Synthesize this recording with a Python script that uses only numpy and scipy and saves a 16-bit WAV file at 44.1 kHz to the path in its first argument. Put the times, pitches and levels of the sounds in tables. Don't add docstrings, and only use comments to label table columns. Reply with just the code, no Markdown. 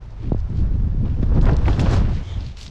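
import sys
import numpy as np
from scipy import signal
from scipy.fft import rfft, irfft
from scipy.io import wavfile
from scipy.ndimage import uniform_filter1d

SR = 44100
rng = np.random.default_rng(int(sys.argv[2]) if len(sys.argv) > 2 else 0)


def pcm_store(signal):
    levels = np.round(np.clip(np.atleast_2d(signal), -1, 1) * 32767)
    wavfile.write(sys.argv[1], SR, levels.astype(np.int16).T)


def level_to_linear(level):
    exponent = np.asarray(level, float) / 20
    return 10 ** exponent


N = 119070


def evened(x):
    return x / np.sqrt(np.mean(x ** 2) + 1e-20)


def read(points, hz):
    f, value = np.transpose(points)
    return np.interp(np.log(hz + 1), np.log(f + 1), value)


def add(mix, start_s, sound):
    part = mix[max(round(start_s * SR), 0):][:len(sound)]
    part += sound[:len(part)]


def colour(x, db_of_hz):
    gain = level_to_linear(db_of_hz(np.fft.rfftfreq(len(x), 1 / SR)))
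    return irfft(rfft(x) * gain, len(x))


def resonate(x, hz, width_hz):
    turn = np.exp(2j * np.pi * np.cumsum(hz * np.ones(len(x))) / SR)
    r = np.exp(-np.pi * width_hz / SR)
    smooth = signal.lfilter([1 - r], [1, -r], x / turn + 1e-18)
    return 2 * (turn * smooth).real


def lumps(per_s):
    size = max(int(SR / per_s), 2)
    return evened(uniform_filter1d(uniform_filter1d(rng.standard_normal(N), size), size))


def bell(hz, centre_hz, octaves):
    distance = np.log2(hz / centre_hz + 1e-3) / octaves * 2
    return -6 * (np.sqrt(1 + distance ** 2) - 1)


def steadied(x, size):
    power = uniform_filter1d(uniform_filter1d(evened(x) ** 2, size), size)
    return evened(x / (power + 0.15) ** (0.8 / 2))


# t/s, rumble level/dB, small eddies over rumble/dB, roughness level/dB
WIND = [(.03, -35.5, -6.5, -54), (.2, -31.5, -9, -50), (.27, -22.5, -10, -49.5), (.44, -21, -20.5, -50),
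        (.54, -23.5, -7.5, -48), (.6, -18, -11, -45), (1.051, -20.5, -7, -50), (1.24, -19, -8.5, -43.5),
        (1.421, -12, -4, -36.5), (1.6, -16.5, -10.5, -35.5), (1.69, -13.5, -13.5, -29.5),
        (1.78, -19, 0.5, -32.5), (1.93, -14, -7.5, -28), (2.181, -20.5, -10, -46), (2.25, -31.5, -6, -45),
        (2.38, -22.5, -16, -44.5), (2.5, -31.5, -0.5, -55), (2.56, -36, -10, -56.5)]
# f/Hz, density/dB per Hz
RUMBLE = [(8.8, -45), (15, 5), (49, 5), (102, -2), (160, -21), (210, -45), (350, -120)]
EDDIES = [(65, -25), (110, 1), (180, -7), (600, -37.5), (780, -70), (1320, -120)]
ROUGH = [(180, -36.5), (300, -2.5), (809, -10), (875, -12), (961, -11), (1830, -19.5), (2010, -24),
         (5260, -33), (12900, -64), (16800, -87), (22000, -120)]


def wind():
    s, rumble_db, eddy_db, rough_db = np.transpose(WIND)
    t = np.arange(N) / SR
    rumble = steadied(colour(rng.standard_normal(N), lambda f: read(RUMBLE, f)), size=1500)
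    eddies = steadied(colour(rng.standard_normal(N), lambda f: read(EDDIES, f)), size=1500)
    eddies = evened(eddies * level_to_linear(4.0 * lumps(63)))
    flicker = level_to_linear(1.5 * lumps(68) + 1.37 * lumps(380))
    rough = evened(colour(rng.standard_normal(N) * flicker, lambda f: read(ROUGH, f)))
    return (rumble * level_to_linear(np.interp(t, s, rumble_db))
            + eddies * level_to_linear(np.interp(t, s, rumble_db + eddy_db))
            + rough * level_to_linear(np.interp(t, s, rough_db) - 1.5))


# centre t/s, half length/s, level/dB, corner f/Hz
GUSTS = [(.245, 0.03, -38, 324), (0.276, 0.037, -27, 307), (0.517, .03, -27, 296),
         (0.616, 0.063, -20.5, 268), (.78, 0.0368, -28.5, 270), (0.855, .04, -22.5, 276),
         (0.944, .025, -43.5, 393), (1.002, 0.033, -48, 300), (1.047, .05, -20, 301),
         (1.066, .035, -36.5, 600), (1.189, .03, -25, 330), (1.229, .015, -35.5, 476),
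         (1.304, 0.0477, -22, 293.3), (1.324, .012, -28, 530), (1.37, 0.0461, -28.5, 510.4),
         (1.451, .03, -29.5, 670), (1.474, .016, -24, 880), (1.492, .012, -22, 980),
         (1.51, .04, -27.5, 600), (1.545, .03, -30, 553), (1.573, 0.012, -32, 506), (1.621, .04, -39, 494),
         (1.683, .008, -25, 1290), (1.69, .03, -23, 484), (1.706, .04, -36, 584), (1.797, .01, -30, 910),
         (1.823, .015, -27, 606), (1.866, .02, -26.5, 760), (1.891, .03, -34, 800),
         (1.936, 0.022, -24.5, 810), (1.974, .02, -28, 700), (1.987, .04, -27.5, 296),
         (2.017, 0.015, -30, 596), (2.111, 0.045, -38, 622), (0.387, 0.03, -30, 200),
         (1.885, 0.027, -23, 200), (2.31, 0.063, -33.5, 202), (2.53, 0.036, -42, 273)]
GUST_SLOPE_DB, GUST_TOP_HZ = -11.5, 4000
DULL_HZ = 380


def gust(centre, length, level_db, corner_hz):
    n = int(2 * length * SR)
    jag = level_to_linear(1.5 * evened(uniform_filter1d(rng.standard_normal(n), 70)))

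    def spectrum(f):
        slope = GUST_SLOPE_DB / 2 * (1 + (DULL_HZ / corner_hz) ** 3)
        fall = slope * np.log2(1 + (f / corner_hz) ** 2)
        low_cut = -6 * np.log2(1 + (0.19 * corner_hz / (f + 1)) ** 2)
        return fall + low_cut - 6 * np.log2(1 + (f / GUST_TOP_HZ) ** 2)

    air = evened(colour(rng.standard_normal(n) * jag, spectrum))
    return centre - length, level_to_linear(level_db) * air * np.hanning(n) ** 0.62


# t/s, level/dB, start f/Hz
POPS = [
    (0.3192, -7, 940),
    (0.346, -15, 950),
    (.945, -20.5, 380),
    (1.228, -12, 380),
    (1.816, -16.5, 415),
    (2.365, -26, 230),
]
POP_RISE_S, POP_FALL_S, POP_DECAY_S = 0.0013, 0.0016, 0.0065
POP_END_HZ = 88.5


def pop(s, level_db, start_hz):
    t = np.arange(1764) / SR
    quick = t * start_hz / 900
    hz = POP_END_HZ + start_hz * np.exp(-quick / POP_FALL_S)
    shape = (1 - np.exp(-quick / POP_RISE_S)) ** 2 * np.exp(-t / POP_DECAY_S)
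    wave = np.sin(2 * np.pi * np.cumsum(hz) / SR + 5.64)
    return s, level_to_linear(level_db) * shape / shape.max() * wave


def puff():
    start_s, length_s, level_db, hz, width_hz = 0.215, 0.061, -34, 308, 56.3
    n = int(length_s * SR)
    moan = resonate(resonate(rng.standard_normal(4000), hz, width_hz), hz, width_hz)[-n:]
    return start_s, level_to_linear(level_db) * evened(moan) * np.hanning(n)


# start t/s, length/s, level/dB, centre f/Hz, grain share/0-1
RUSTLES = [(0.037, .09, -83, 4500, 0.5), (.15, .24, -60.5, 2860, 0.66), (0.374, 0.045, -58, 5400, 0.41),
           (0.539, 0.12, -55.5, 4200, 0.37), (1.038, 0.2, -60.5, 2940, 0.7),
           (1.174, .14, -62.5, 4600, 0.23), (1.337, 0.05, -55, 3820, 0.3), (1.405, 0.057, -51, 7600, .5),
           (1.464, 0.13, -55, 4000, 0.6), (1.623, 0.24, -47.5, 4000, 0), (1.779, .06, -38.5, 7810, 0.61),
           (1.79, .15, -44.5, 3500, 0.1), (1.867, 0.17, -40.5, 4150, 0.3), (1.899, 0.099, -41.5, 8000, 0.3),
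           (1.958, 0.23, -52, 2274, 0.6), (2.077, 0.17, -50, 4000, 0.35), (2.124, .15, -54, 2017, 0.1),
           (2.189, 0.249, -53.5, 5000, 0.2), (2.358, .24, -52, 3660, .3), (2.436, .08, -55.5, 4600, 0.2),
           (2.556, 0.093, -47, 4000, 0.2), (2.592, 0.13, -45, 4900, 0.2), (2.573, .11, -44, 9500, 0.3)]
GRAINS_PER_S, GRAIN_SPREAD_DB, GRAIN_S = 430, -3.5, 0.0013


def rustle(start, length, level_db, centre_hz, share):
    n = int(length * SR)
    size = rng.exponential(1, n)
    ticks = (rng.random(n) < GRAINS_PER_S / SR) * level_to_linear(GRAIN_SPREAD_DB * np.minimum(size, 3))
    grains = signal.lfilter([1], [1, -np.exp(-1 / (GRAIN_S * SR))], ticks)
    drive = rng.standard_normal(n) * (1 - share + share * evened(grains))
    stroke = np.sin(np.pi * np.linspace(0, 1, n) ** 0.75) ** 1.3
    cloth = colour(drive * stroke, lambda f: bell(f, centre_hz, octaves=1))
    return start, level_to_linear(level_db) * evened(cloth)


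# t/s, peak level/dB, centre f/Hz, t60/s, width/octaves
SNAPS = [(.058, -52, 5000, 0.015, .9), (.105, -54, 5500, .02, .9), (0.2598, -56, 3520, .02, 0.65),
         (0.33, -48.5, 3500, 0.018, .9), (.391, -55, 5900, .015, .7), (0.402, -48, 5080, 0.0143, .6),
         (.4988, -50.5, 5000, .01, .9), (1.0553, -51, 2440, 0.05, .8), (1.228, -42, 1900, 0.036, 1.4),
         (1.239, -50, 3500, 0.018, 0.96), (1.4118, -38.5, 3700, 0.029, 0.49), (1.429, -41, 7560, 0.009, .5),
         (1.4414, -37, 7060, .01, 1.2), (1.4554, -22.5, 4000, 0.0045, 1.1), (1.512, -45, 5200, 0.014, 0.37),
         (1.532, -38, 4170, 0.019, 0.4), (1.566, -30.5, 4960, 0.016, 1.2), (1.656, -37, 2140, 0.034, 0.48),
         (1.681, -25, 1670, 0.013, 0.98), (1.681, -39.5, 8600, 0.0313, 0.57), (1.731, -34, 3820, .012, .5),
         (1.7944, -22.5, 3500, 0.025, 0.8), (1.8018, -32, 4500, 0.056, 1.8),
         (1.894, -38, 6000, 0.016, 0.99), (1.9099, -30, 7000, 0.021, .6), (1.932, -31.5, 2780, 0.057, 2),
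         (2.133, -46, 5000, .02, 1.5), (2.406, -41, 4200, 0.028, 0.44), (2.438, -55, 4500, 0.013, .9),
         (2.448, -47, 4700, .015, 0.41), (2.463, -41, 4420, 0.028, 0.32), (2.486, -43, 5000, 0.016, .8),
         (2.57, -38, 4200, 0.019, 1.13), (2.6125, -32, 4800, 0.014, .7), (2.629, -35, 4600, .015, .8),
         (2.664, -30, 4200, 0.0137, 0.69), (2.678, -35, 4550, 0.02, 0.45), (1.494, -33, 2600, 0.012, 0.58),
         (1.861, -33.5, 2400, .015, 0.88), (1.971, -39.5, 2200, 0.013, .9)]


def snap(s, level_db, centre_hz, t60, octaves):
    t = np.arange(2200) / SR
    crack = evened(colour(rng.standard_normal(len(t)), lambda f: bell(f, centre_hz, octaves)))
    rise = np.minimum(t / 0.0008, 1)
    return s, crack * rise * level_to_linear(level_db + 3.0 - 60 * t / t60)


# multiple of the pitch, width f/Hz, level/dB
SWISH_PARTS = [
    (.68, 600, -8),
    (1., 700, 0),
    (1.98, 1300, -10),
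]


def swish():
    start_s, length_s, level_db, top_hz, bend = 2.205, 0.215, -47, 3380, 0.13
    arch = np.sin(np.pi * np.linspace(0, 1, int(length_s * SR)))
    hz = top_hz * (1 - bend * (1 - arch))
    noise = rng.standard_normal(len(arch))
    whistle = np.zeros(len(arch))
    for multiple, width_hz, part_db in SWISH_PARTS:
        part = resonate(resonate(noise, multiple * hz, width_hz), multiple * hz, width_hz)
        whistle += level_to_linear(part_db) * evened(part)
    return start_s, level_to_linear(level_db) * arch ** 1.25 * whistle


# f/Hz, level/dB
MIC = [(100, 25.5), (6000, -4.5), (7600, -9), (8400, -16), (12000, -25.5), (14500, -42.5)]


def through_mic(cloth):
    return colour(cloth, lambda f: read(MIC, f))


# f/Hz, density/dB per Hz
HISS = [(240, -36), (400, -15.5), (758, -14.5), (943, -15), (1240, -21.5), (5720, -33.5), (12900, -62),
        (16800, -94.5), (22000, -120)]


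def hiss():
    swell = level_to_linear(1.1 * lumps(40))
    return level_to_linear(-55) * evened(colour(rng.standard_normal(N) * swell, lambda f: read(HISS, f)))


def scene():
    air, cloth = wind(), np.zeros(N)
    for row in GUSTS:
        add(air, *gust(*row))
    for row in POPS:
        add(air, *pop(*row))
    add(air, *puff())
    for row in RUSTLES:
        add(cloth, *rustle(*row))
    for row in SNAPS:
        add(cloth, *snap(*row))
    add(cloth, *swish())
    return (air + through_mic(cloth) + hiss())[None]


def top_gate(x):
    gate_db, gate_from_hz = -111.5, 8400
    hz, _, z = signal.stft(x, SR, nperseg=2048, noverlap=1024)
    power_db = 10 * np.log10(uniform_filter1d(abs(z) ** 2, size=32, axis=1) + 1e-30)
    under = (power_db < gate_db) & (hz[:, None] > gate_from_hz)
    shut = np.maximum.accumulate(under, axis=1)
    return signal.istft(z * ~shut, SR, nperseg=2048, noverlap=1024)[1][:, :N]


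def band_limit(x):
    return signal.sosfilt(signal.butter(12, 14600, fs=SR, output="sos"), x)


def record(dry):
    t = np.arange(N) / SR
    fade = np.minimum(np.minimum(t, t[::-1] * 10) / 0.02, 1)
    mix = top_gate(fade * 0.81 * np.tanh(dry / 0.83))
    return band_limit(mix)


dry = scene()
out = record(dry)
pcm_store(out)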